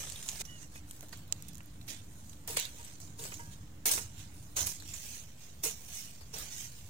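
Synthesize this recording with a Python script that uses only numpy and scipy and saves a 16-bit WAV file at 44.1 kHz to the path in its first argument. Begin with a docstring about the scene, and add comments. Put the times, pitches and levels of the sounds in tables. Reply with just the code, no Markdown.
"""Outdoors on loose soil: paws rustle dry leaves and snap twigs; a digging blade bites the earth and spills it.
Rustling is clumped grains of noise, snaps and ticks are short dying bursts, the blade rings in a few modes.
A bird peeps in wavering tones over shaped noise: a low rumble with a faint hum, and soft air hiss.
Two microphone ports a hand apart hear the near sounds with a small delay between them."""
import sys
import numpy as np
from scipy import signal
from scipy.fft import rfft, irfft
from scipy.io import wavfile
from scipy.ndimage import uniform_filter1d

SR = 44100
rng = np.random.default_rng(int(sys.argv[2]) if len(sys.argv) > 2 else 0)


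def master(y):
    """Save y as 16-bit WAV."""
    cut = np.clip(np.atleast_2d(y).T, -1, 1)
    pcm = np.round(cut * 32767)  # scale
    wavfile.write(sys.argv[1], SR, pcm.astype(np.int16))


N = 303968  # length in samples

# the blade bites the soil: start t/s, rise/s, hold/s, fall/s (20 dB per rise or fall), crackle level/dB,
# body, thud and grit levels against the crackle/dB, ground thump/dB, left minus right/dB
BITES = [(1.873, 0.01, 0.025, 0.11, -43.5, -4, -15.5, -5, 0.5, -4.5),
         (2.473, 0.0059, 0.019, 0.27, -40, -8, -10, -1, 5, 2.5),
         (2.56, 0.0083, 0.022, 0.095, -34, -2.5, -39, -6, -2.5, 0.5),
         (3.176, 0.015, 0.083, 0.1, -46.5, -6.5, -11.5, -0.5, 1.5, 2),
         (3.855, 0.0017, 0.015, 0.13, -28.5, -5.5, -14.5, 0.5, 0.5, 0.5),
         (3.911, 0.0017, 0.026, 0.11, -31, -15.5, -17.5, -0.5, 4, -3.5),
         (4.56, 0.0059, 0.054, 0.087, -33.5, -10, -14.5, -4, 8, -1),
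         (4.659, 0.0025, 0.032, 0.12, -38, -11.5, -19, -1.5, -4, -1.5),
         (5.63, 0.0077, 0.013, 0.096, -31.5, -7, -12.5, -1.5, 5.5, -0.3),
         (6.327, 0.0088, 0.097, 0.1, -47, -3, -4.5, -5.5, 6.5, -0.5)]
# leaves swish and soil spills: top reached t/s, rise/s, hold/s, fall/s (20 dB per rise or fall),
# crackle level/dB, body and grit levels against the crackle/dB, left minus right/dB
SWISHES = [(0.0, .01, 0.045, 0.13, -41.5, -5.5, -6, 2.5), (0.256, 0.6, 0.166, .002, -47, -6.5, -3.5, 0.5),
           (0.411, 0.034, 0.0066, 0.0028, -39, -7, -4, 1), (0.442, .006, 0.21, 0.13, -59, -12, -5.5, -2),
           (0.613, 0.11, .02, .04, -57.5, -5, -8, -6.5), (0.76, 0.086, 0.012, 0.078, -54, -8, -4.5, 2),
           (0.9, 0.072, 0.032, 0.54, -57, -8.5, -0.5, 3.5), (1.126, 0.0095, 0.013, 0.15, -54, -1.5, -10, 2),
           (1.318, .01, 0.22, 0.38, -63, -4.5, -5, -3.5), (2.277, 0.96, 0.018, 0.45, -59.5, -11, -2, 0.5),
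           (2.783, 0.12, 0.1, 0.28, -53, -6.5, -4.5, 0.5), (3.004, .004, 0.021, .2, -52.5, -11, -4.5, -2),
           (3.315, .1, 0.033, 0.41, -51.5, -9.5, -4, 0), (3.533, .06, .005, 0.044, -56, -3, -4, -2),
           (4.194, 0.1, 0.0088, 0.15, -51.5, -4.5, -6.5, -2.5),
           (4.358, 0.17, 0.053, 0.95, -60.5, -8.5, 0, 0), (4.902, 0.19, 0.26, 0.2, -48.5, -5.5, -6.5, 0),
           (5.407, 0.048, 0.023, 0.26, -55, -4.5, -8, -0.5), (5.969, 0.3, 0.015, 0.26, -45.5, -5.5, -5, 0),
           (6.389, 0.03, 0.011, 0.043, -45, -6, -1.5, -2), (6.561, 0.29, 0.083, 0.095, -45, -6, -8, -0.5),
           (6.723, 0.12, 0.067, 0.35, -57, -3.5, -4.5, 0.5)]
# leaves that never quite rest: level/dB of crackle, body, thud, grit
STIR_DB = (-91, -69, -69.5, -71.5)
# tone colour of leaves and soil: f/Hz, relative level/dB per Hz
LEAF_COLOUR = [(250, 7), (460, -7.5), (920, -8.5), (1260, -14), (2200, -11.5), (3800, -10), (4900, -12.5),
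               (5800, -5.5), (6500, -3.5), (7400, -7), (8700, -8), (10200, -11.5), (11400, -10),
               (13000, -8), (16000, -4.5)]
# how far narrow patches of the noise stand out: f/Hz, level/dB
PATCH_DEPTH = [(1000, 4), (4000, 4.5), (8000, 6.5), (14000, 6.5)]
# added leaf colour when heard from the other side: f/Hz, level/dB
FAR_SIDE_COLOUR = [(700, -3.5), (1400, -2.5), (2500, 1), (4000, -1.5), (5600, 2.5), (7500, 0.7),
                   (10000, 2.3), (13500, 4.5)]
# snaps of twigs and leaf ribs: t/s, burst peak level/dB, strongest f/Hz, low part against the burst/dB,
# time to fall 60 dB/s, left minus right/dB
SNAPS = [(0.0988, -30, 7650, -44, 0.012, -5), (0.158, -34, 3600, -23, 0.027, 3),
         (0.2263, -30.5, 7340, -19, 0.023, 5), (0.2848, -28, 6750, -25, 0.11, 5),
         (0.3554, -39.5, 4760, -8.5, 0.04, -5), (0.068, -41, 3560, -3, 0.04, 1),
         (0.315, -33, 7090, -19, 0.017, 11), (0.4498, -39.5, 5830, -16, 0.056, -5.5),
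         (0.7565, -39.5, 2140, -6.5, 0.032, 6), (0.9102, -37, 8300, -16, 0.018, 2),
         (1.0256, -43, 622, -6.5, 0.085, -2), (1.127, -39.5, 4700, -4.5, 0.055, -5.5),
         (1.486, -45, 9040, -38, 0.04, -17), (1.605, -52, 2540, 8, 0.018, 1),
         (1.812, -43.5, 4000, -16, 0.031, -1), (2.294, -46, 6750, -28, 0.032, -10),
         (2.33, -48, 3660, -30, 0.026, -8), (2.5696, -16.5, 9000, -8, 0.028, 3),
         (2.598, -32, 6650, -41, 0.022, -5), (2.652, -29, 3740, -37, 0.022, -4),
         (2.8454, -39.5, 8150, -24, 0.058, 7), (3.194, -41, 3840, -16, 0.05, 4),
         (3.2373, -35, 7300, -22, 0.06, 11), (3.2513, -37.5, 5770, -0.5, 0.04, 2),
         (3.319, -37.5, 2730, -1, 0.066, 2), (3.3375, -36, 7000, -33, 0.075, 1),
         (3.3918, -45.5, 7350, -2, 0.074, 6), (3.9133, -22, 8600, -41, 0.06, 17),
         (3.9755, -31, 2400, -2.5, 0.05, -2), (4.5658, -21.5, 6370, -13.5, 0.072, 9),
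         (4.6136, -26.5, 6540, -16, 0.045, -2), (4.669, -24, 10840, -15.5, 0.04, -1),
         (4.8004, -37.5, 4200, -22, 0.027, -2), (4.823, -40.5, 6900, -7.5, 0.0094, 21),
         (4.9346, -33.5, 7100, -15.5, 0.1, -2), (6.207, -46, 4800, -6.5, 0.12, 10),
         (6.3367, -34, 5670, -15, 0.098, -2)]
# thin ticks of brittle stems: t/s, peak level/dB, treble against the body/dB, left minus right/dB
TICKS = [(0.0494, -42, -10, 0), (0.052, -38, -10, 0), (0.093, -42, -10, 4), (0.105, -40, -13, 4),
         (0.132, -40, 8, 0), (0.282, -31, -12, 2), (0.412, -33, -13, -2), (0.416, -33, -6, -3),
         (1.828, -48, -6, 0), (1.871, -40, 5, 4), (0.122, -28.5, -13, 14), (0.2885, -29.5, -18, -21),
         (0.2935, -30, -17, -4), (0.91, -31, -2, 5), (1.0084, -35, 1, -4), (1.0224, -40, -3, -3),
         (1.0281, -40, 3, -5), (1.085, -42, -7, 1), (1.0927, -42, -1, -3), (1.136, -48, 7, 1),
         (1.174, -41, 3, -7), (1.183, -47, 8, -1), (1.192, -48, 7, -5), (1.278, -46, 6, -3),
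         (1.3246, -15, -17, -3.5), (1.424, -29, -1, 4), (1.484, -37.5, 1.5, -12), (1.5329, -46, -1, -14),
         (1.546, -47, 0, -12), (1.5542, -43.5, -2, -20), (1.572, -46, -3, -16), (1.5816, -42, 3, -18),
         (1.632, -45, 7, -5), (1.659, -45, 7, -9), (2.476, -22, 5, 3), (2.5987, -21, 0.5, -7),
         (2.651, -34, -9, 4), (3.002, -39, -1, 13), (3.195, -41, -16, -4), (3.2385, -30, -2, 4),
         (3.342, -35, -8, 0), (3.394, -41, 2, 0), (2.57, -25, -8, -3), (3.9135, -26, 0, 8),
         (3.8556, -31, 10, 10), (4.571, -33, -5, 2), (4.669, -19, 8, -4)]
# knocks on the blade: t/s, level/dB, share of the high modes (0 to 1)
KNOCKS = [(2.495, -36.5, 0.2), (2.568, -37.5, 0.32), (2.791, -48, 0.62), (3.192, -40, 0.14),
          (3.392, -41.5, 0.62), (3.859, -34, 0.13), (3.98, -41, 0.22), (5.656, -31, 0.084),
          (6.335, -39.5, 0.15)]
# the blade's ringing modes: f/Hz, level/dB, time to fall 60 dB/s
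BLADE_MODES = [(455, -2.5, 0.11), (933, 0, 0.13), (941, -7.5, 0.44), (1630, -9, 0.6), (2050, -5, 0.11),
               (3000, -18, 0.21)]
# bird calls: start t/s, rise/s, fall/s, top pitch f/Hz, level/dB, second partial against the first/dB,
# its pitch ratio, pitch sag at the ends (0 to 1)
PEEPS = [(0.453, 0.058, 0.089, 2940, -54.5, -6, .66, .05), (0.594, 0.051, 0.018, 2810, -67, 1, 0.69, 0.1),
         (0.752, 0.0069, 0.037, 2545, -57, -11, 1.7, 0.03)]
# tone colour of rumble and hiss: f/Hz, relative level/dB per Hz
AIR_COLOUR = [(15, -14.5), (28, -20), (45, -10), (70, -4.5), (110, -7), (170, -9), (230, -15.5), (320, -24),
              (390, -26), (1340, -33.5), (4560, -43), (6800, -33), (8500, -39.5), (11300, -45),
              (16000, -40)]
# how the low rumble comes and goes: t/s, relative level/dB
RUMBLE_MOVES = [(0, 1.5), (.42, 2.5), (.5, -1.5), (1.5, 2), (2.6, -0.5), (3.5, 2.5), (4.3, 0), (4.86, 2),
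                (5.2, -3), (6.0, -1), (6.89, -1.5)]
# how alike the air sounds at both ports: f/Hz, likeness (0 to 1)
AIR_LIKENESS = [(100, .986), (250, .95), (700, .55), (1500, .1), (4000, 0)]
# blurred tones in the rumble: f/Hz, width/Hz, level above the rumble/dB
HUM_TONES = [(97, 13.6, 5), (149, 9.9, 2), (245.7, 5, 4.5), (299.9, 29, 12)]
# when the hum sounds: from t/s, to t/s
HUM_SPAN = (.45, 4.87)
# where the near sounds come from: from t/s, samples the left is late
LEFT_LAG = [(0, -1), (.435, 13), (.95, -3), (1.41, -16), (2.43, 12), (4.865, -12)]
# colour of the left port: f/Hz, level over the right/dB
PORT_COLOUR = [(300, -0.5), (1000, -2), (2400, -7), (4500, -4.5), (6500, -10), (7300, -11), (8000, 4),
               (10000, -3.5), (12000, 1), (13500, -14), (16000, 4)]

BODY_FADE, THUD_FADE, GRIT_FADE = 0.93, 1, 1.25  # how fast each layer dies, against the crackle
SWISH_THUD_DB = -16  # against the crackle
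PATCH_CAP = 2.0  # soft upper limit for narrow patches
FAR_SIDE_S = 4.865  # from here the leaves are heard from the other side
THUMP_S = 0.061  # a thump swells and sinks in the rumble
PEEP_EDGE_DB = -11.5  # a peep sinks towards both ends
AIR_DB = -52.5  # level of rumble and hiss together
OFFSET = .0029  # small constant shift of the waveform
EDGE_HZ = 15900  # upper band limit


def gain_of(db):
    """Turns decibels into gain."""
    return 10 ** (np.asarray(db) / 20)


def evened(x):
    """Scales a signal to rms 1."""
    return x / np.sqrt(np.mean(x ** 2) + 1e-20)


def read(points, hz):
    """Reads a curve on a log-frequency axis."""
    f, value = np.transpose(points)
    return np.interp(np.log(hz + 1), np.log(f + 1), value)


def add(mix, s, sound):
    """Lays a sound into the mix at time s."""
    part = mix[:, round(s * SR):][:, :sound.shape[1]]
    part += sound[:, :part.shape[1]]


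def sides(pan_db):
    """Gives left and right gains, one row each, for a level difference."""
    return gain_of([pan_db / 2, -pan_db / 2])[:, None]


def band(x, lo_hz, hi_hz):
    """Keeps only the pitches between two limits."""
    return signal.sosfilt(signal.butter(3, [lo_hz, hi_hz], "band", fs=SR, output="sos"), x)


def smooth_patches(values, across_pitch, across_time):
    """Blurs a noise field into soft patches of rms 1."""
    blurred = uniform_filter1d(values, across_pitch, axis=0)
    return evened(uniform_filter1d(blurred, across_time, axis=1))


def rustle(grains_per_s=9000, clump_db=0.63, same=0.31):
    """Clumped grains of leaf and soil; part of them reaches both ports alike, part only one."""
    clumps = evened(uniform_filter1d(rng.standard_normal(N), 400))
    starts = rng.random(N) < grains_per_s / SR
    size = signal.lfilter([1], [1, -.96], starts * gain_of(clump_db * clumps))  # fades within a few ms
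    shared, left, right = rng.standard_normal((3, N)) * size
    # long waves reach both alike, so the separate parts keep less bass
    apart = np.sqrt(1 - same ** 2) * band(np.array([left, right]), 1620, 10560)
    hz, when, z = signal.stft(same * shared + apart, SR, nperseg=1024, noverlap=768)
    wide, narrow = rng.standard_normal((2, len(hz), len(when)))
    wide = smooth_patches(wide, 20, 7)  # leaves of varied size
    narrow = smooth_patches(narrow, 2, 9)  # narrow, brief patches of tone colour
    narrow_patches = np.minimum(narrow, PATCH_CAP * np.tanh(narrow / PATCH_CAP))
    colour_db = read(LEAF_COLOUR, hz)[:, None] + wide  # wide patches vary by 1 dB rms
    colour_db = colour_db + read(PATCH_DEPTH, hz)[:, None] * narrow_patches
    colour_db = colour_db + read(FAR_SIDE_COLOUR, hz)[:, None] * (when > FAR_SIDE_S)
    grains = signal.istft(z * gain_of(colour_db), SR, nperseg=1024, noverlap=768)[1][:, :N]
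    crackle, body = evened(band(grains, 4600, 8500)), evened(band(grains, 1500, 4600))
    thud, grit = evened(band(grains, 390, 1500)), evened(band(grains, 8500, 17000))
    return (np.array(movement()) * [crackle, body, thud, grit]).sum(0)


def movement():
    """Gain of crackle, body, thud and grit at each port: the powers of all bites and swishes add."""
    t = np.arange(0, N + 16, 16) / SR
    power = gain_of(2 * np.array(STIR_DB))[:, None, None] * np.ones((len(STIR_DB), 2, len(t)))
    rows = [(s + rise, rise, hold, fall, db, body, thud, grit, pan)
            for s, rise, hold, fall, db, body, thud, grit, _, pan in BITES]
    rows += [(*times, db, body, SWISH_THUD_DB, grit, pan) for *times, db, body, grit, pan in SWISHES]
    for top, rise, hold, fall, db, body_db, thud_db, grit_db, pan_db in rows:
        layers = [(0, 1), (body_db, BODY_FADE), (thud_db, THUD_FADE), (grit_db, GRIT_FADE)]
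        for k, (rel_db, fade) in enumerate(layers):
            level_db = db + rel_db + swell_db(t, top, rise, hold, fall / fade)
            power[k] += (sides(pan_db) * gain_of(level_db)) ** 2
    return [[np.interp(np.arange(N) / SR, t, np.sqrt(p)) for p in ports] for ports in power]


def swell_db(t, top, rise, hold, fall):
    """Rise, hold, fall: straight lines in dB, 20 dB in each rise or fall time."""
    before = (top - t) / max(rise, .001)
    after = (t - top - hold) / max(fall, .001)
    return -20 * np.maximum(np.maximum(before, after), 0)


def snaps(ring_share=0.56, width=0.099, same=0.87, after_db=-24, after_t60=0.28):
    """A dying burst around its own pitch with a low part; a faint, longer tail follows, like a ground echo."""
    out, t = np.zeros((2, N)), np.arange(4000) / SR
    for s, db, hz, low_db, t60, pan_db in SNAPS:
        shared, left, right = rng.standard_normal((3, len(t)))
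        noise = same * shared + np.sqrt(1 - same ** 2) * np.array([left, right])
        # the ring wavers in pitch but is steady in strength
        phase = np.angle(signal.hilbert(band(noise, hz / (1 + width), hz * (1 + width))))
        ring = evened(np.cos(phase))
        broad = evened(band(noise, 2300, 14500) + 0.34 * band(noise, 13200, 20100))
        low = gain_of(low_db) * evened(band(noise, 330, 2100))
        fall = gain_of(-60 * t / max(t60, .004)) + gain_of(after_db - 60 * t / after_t60)
        fall *= np.minimum(t / (0.047 * t60), 1)  # longer snaps start softer
        burst = fall * (ring_share * ring + (1 - ring_share) * broad)
        snap = (burst + fall ** 1.11 * low) / abs(burst).max()  # the low part dies a little sooner
        add(out, s, sides(pan_db) * gain_of(db) * snap)
    return out


def ticks(t60=0.0073, body_hz=6800, low_hz=4300, break_size=4.8):
    """A stem breaks at once: an impulse with brief splinters, the same at both ports but for level."""
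    out, t = np.zeros((2, N)), np.arange(600) / SR
    fall = gain_of(-60 * t / t60) + gain_of(-9 - 60 * t / 0.022)
    for s, db, treble_db, pan_db in TICKS:
        crack = (rng.standard_normal(len(t)) + break_size * (t == 0)) * fall
        body = band(crack, body_hz / 1.085, body_hz * 1.184)
        body += 0.41 * band(crack, low_hz / 1.6, low_hz * 1.8)
        body += 0.13 * band(crack, 700, 3700)
        treble = gain_of(treble_db) * evened(band(crack, 7000, 17800))
        tick = evened(body) + treble
        add(out, s, sides(pan_db) * gain_of(db) * tick / abs(tick).max())
    return out


def blade():
    """Knocked steel rings in a few dying modes; each knock sets the balance of low and high ones."""
    out, t = np.zeros((2, N)), np.arange(20000) / SR
    for s, db, high in KNOCKS:
        shares = [1 - high] + [high] * (len(BLADE_MODES) - 1)
        ring = np.zeros(len(t))
        for share, (hz, mode_db, t60) in zip(shares, BLADE_MODES):
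            ring += share * gain_of(db + mode_db - 60 * t / t60) * np.sin(2 * np.pi * hz * t)
        add(out, s, sides(-0.93) * ring * np.minimum(t / 0.0061, 1))  # soft start of 6.1 ms
    return out


def bird():
    """Thin peeps wavering in pitch and strength, each with a second partial."""
    out = np.zeros((2, N))
    for s, rise, fall, top_hz, db, second_db, ratio, sag in PEEPS:
        t = np.arange(0, rise + fall, 1 / SR)
        away = np.maximum(1 - t / rise, (t - rise) / fall)  # 0 at the top, 1 at both ends
        flutter = evened(uniform_filter1d(rng.standard_normal(8000), 250))[:len(t)]
        pitch_hz = top_hz * (1 - sag * away ** 1.8 + 0.0064 * flutter)
        phase = 2 * np.pi * np.cumsum(pitch_hz) / SR
        tone = np.sin(phase) + gain_of(second_db) * np.sin(phase * ratio)
        level = gain_of(db + PEEP_EDGE_DB * away + 2.7 * flutter) * signal.windows.tukey(len(t), .2)
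        add(out, s, np.ones((2, 1)) * np.sqrt(2) * level * tone)
    return out


def air():
    """Low rumble of the distance, nearly mono, with a faint hum, under a soft wide hiss."""
    frames, hz = N // 512 + 5, np.fft.rfftfreq(4096, 1 / SR)
    t = (np.arange(frames) * 512 - 2048) / SR
    a, b, c, d, patches = rng.standard_normal((frames, 2049, 5)).T
    patches_db = smooth_patches(patches, 30, 8)
    thumps_db = sum(row[-2] * np.exp(-((t - row[0] - THUMP_S / 2) / THUMP_S) ** 2) for row in BITES)
    moves_db = np.interp(t, *np.transpose(RUMBLE_MOVES)) + thumps_db
    low_db = moves_db / (1 + (hz[:, None] / 300) ** 2)  # fades out above some 300 Hz
    hum_db = sum(db / (1 + (2 * (hz - f) / width) ** 2) for f, width, db in HUM_TONES)
    hum_db = hum_db[:, None] * ((t > HUM_SPAN[0]) & (t < HUM_SPAN[1]))
    same = np.clip(read(AIR_LIKENESS, hz), -1, 1)[:, None]
    left, other = a + 1j * b, c + 1j * d
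    z = np.array([left, same * left + np.sqrt(1 - same ** 2) * other])
    z *= gain_of(read(AIR_COLOUR, hz)[:, None] + patches_db + low_db + hum_db)
    noise = signal.istft(z, nperseg=4096, noverlap=3584, boundary=False)[1]
    return gain_of(AIR_DB) * evened(noise[:, 2048:N + 2048])


def scene():
    """Near sounds reach one port a few samples before the other; the air lies beneath."""
    left, right = rustle() + snaps() + ticks() + blade() + bird()
    since, samples = np.transpose(LEFT_LAG)
    late = samples[np.searchsorted(since, np.arange(N) / SR, "right") - 1].astype(int)
    left = left[np.clip(np.arange(N) - late, 0, N - 1)]
    return np.array([left, right]) + air()


def record(dry):
    """The two ports differ in colour; then the band limit and a small constant offset."""
    tilt_db = read(PORT_COLOUR, np.fft.rfftfreq(N, 1 / SR))
    coloured = irfft(rfft(dry) * gain_of([tilt_db / 2, -tilt_db / 2]), N)
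    edge = signal.firwin(511, EDGE_HZ, window=("kaiser", 9), fs=SR)
    return signal.oaconvolve(coloured, edge[None], "same") + OFFSET


dry = scene()
out = record(dry)
master(out)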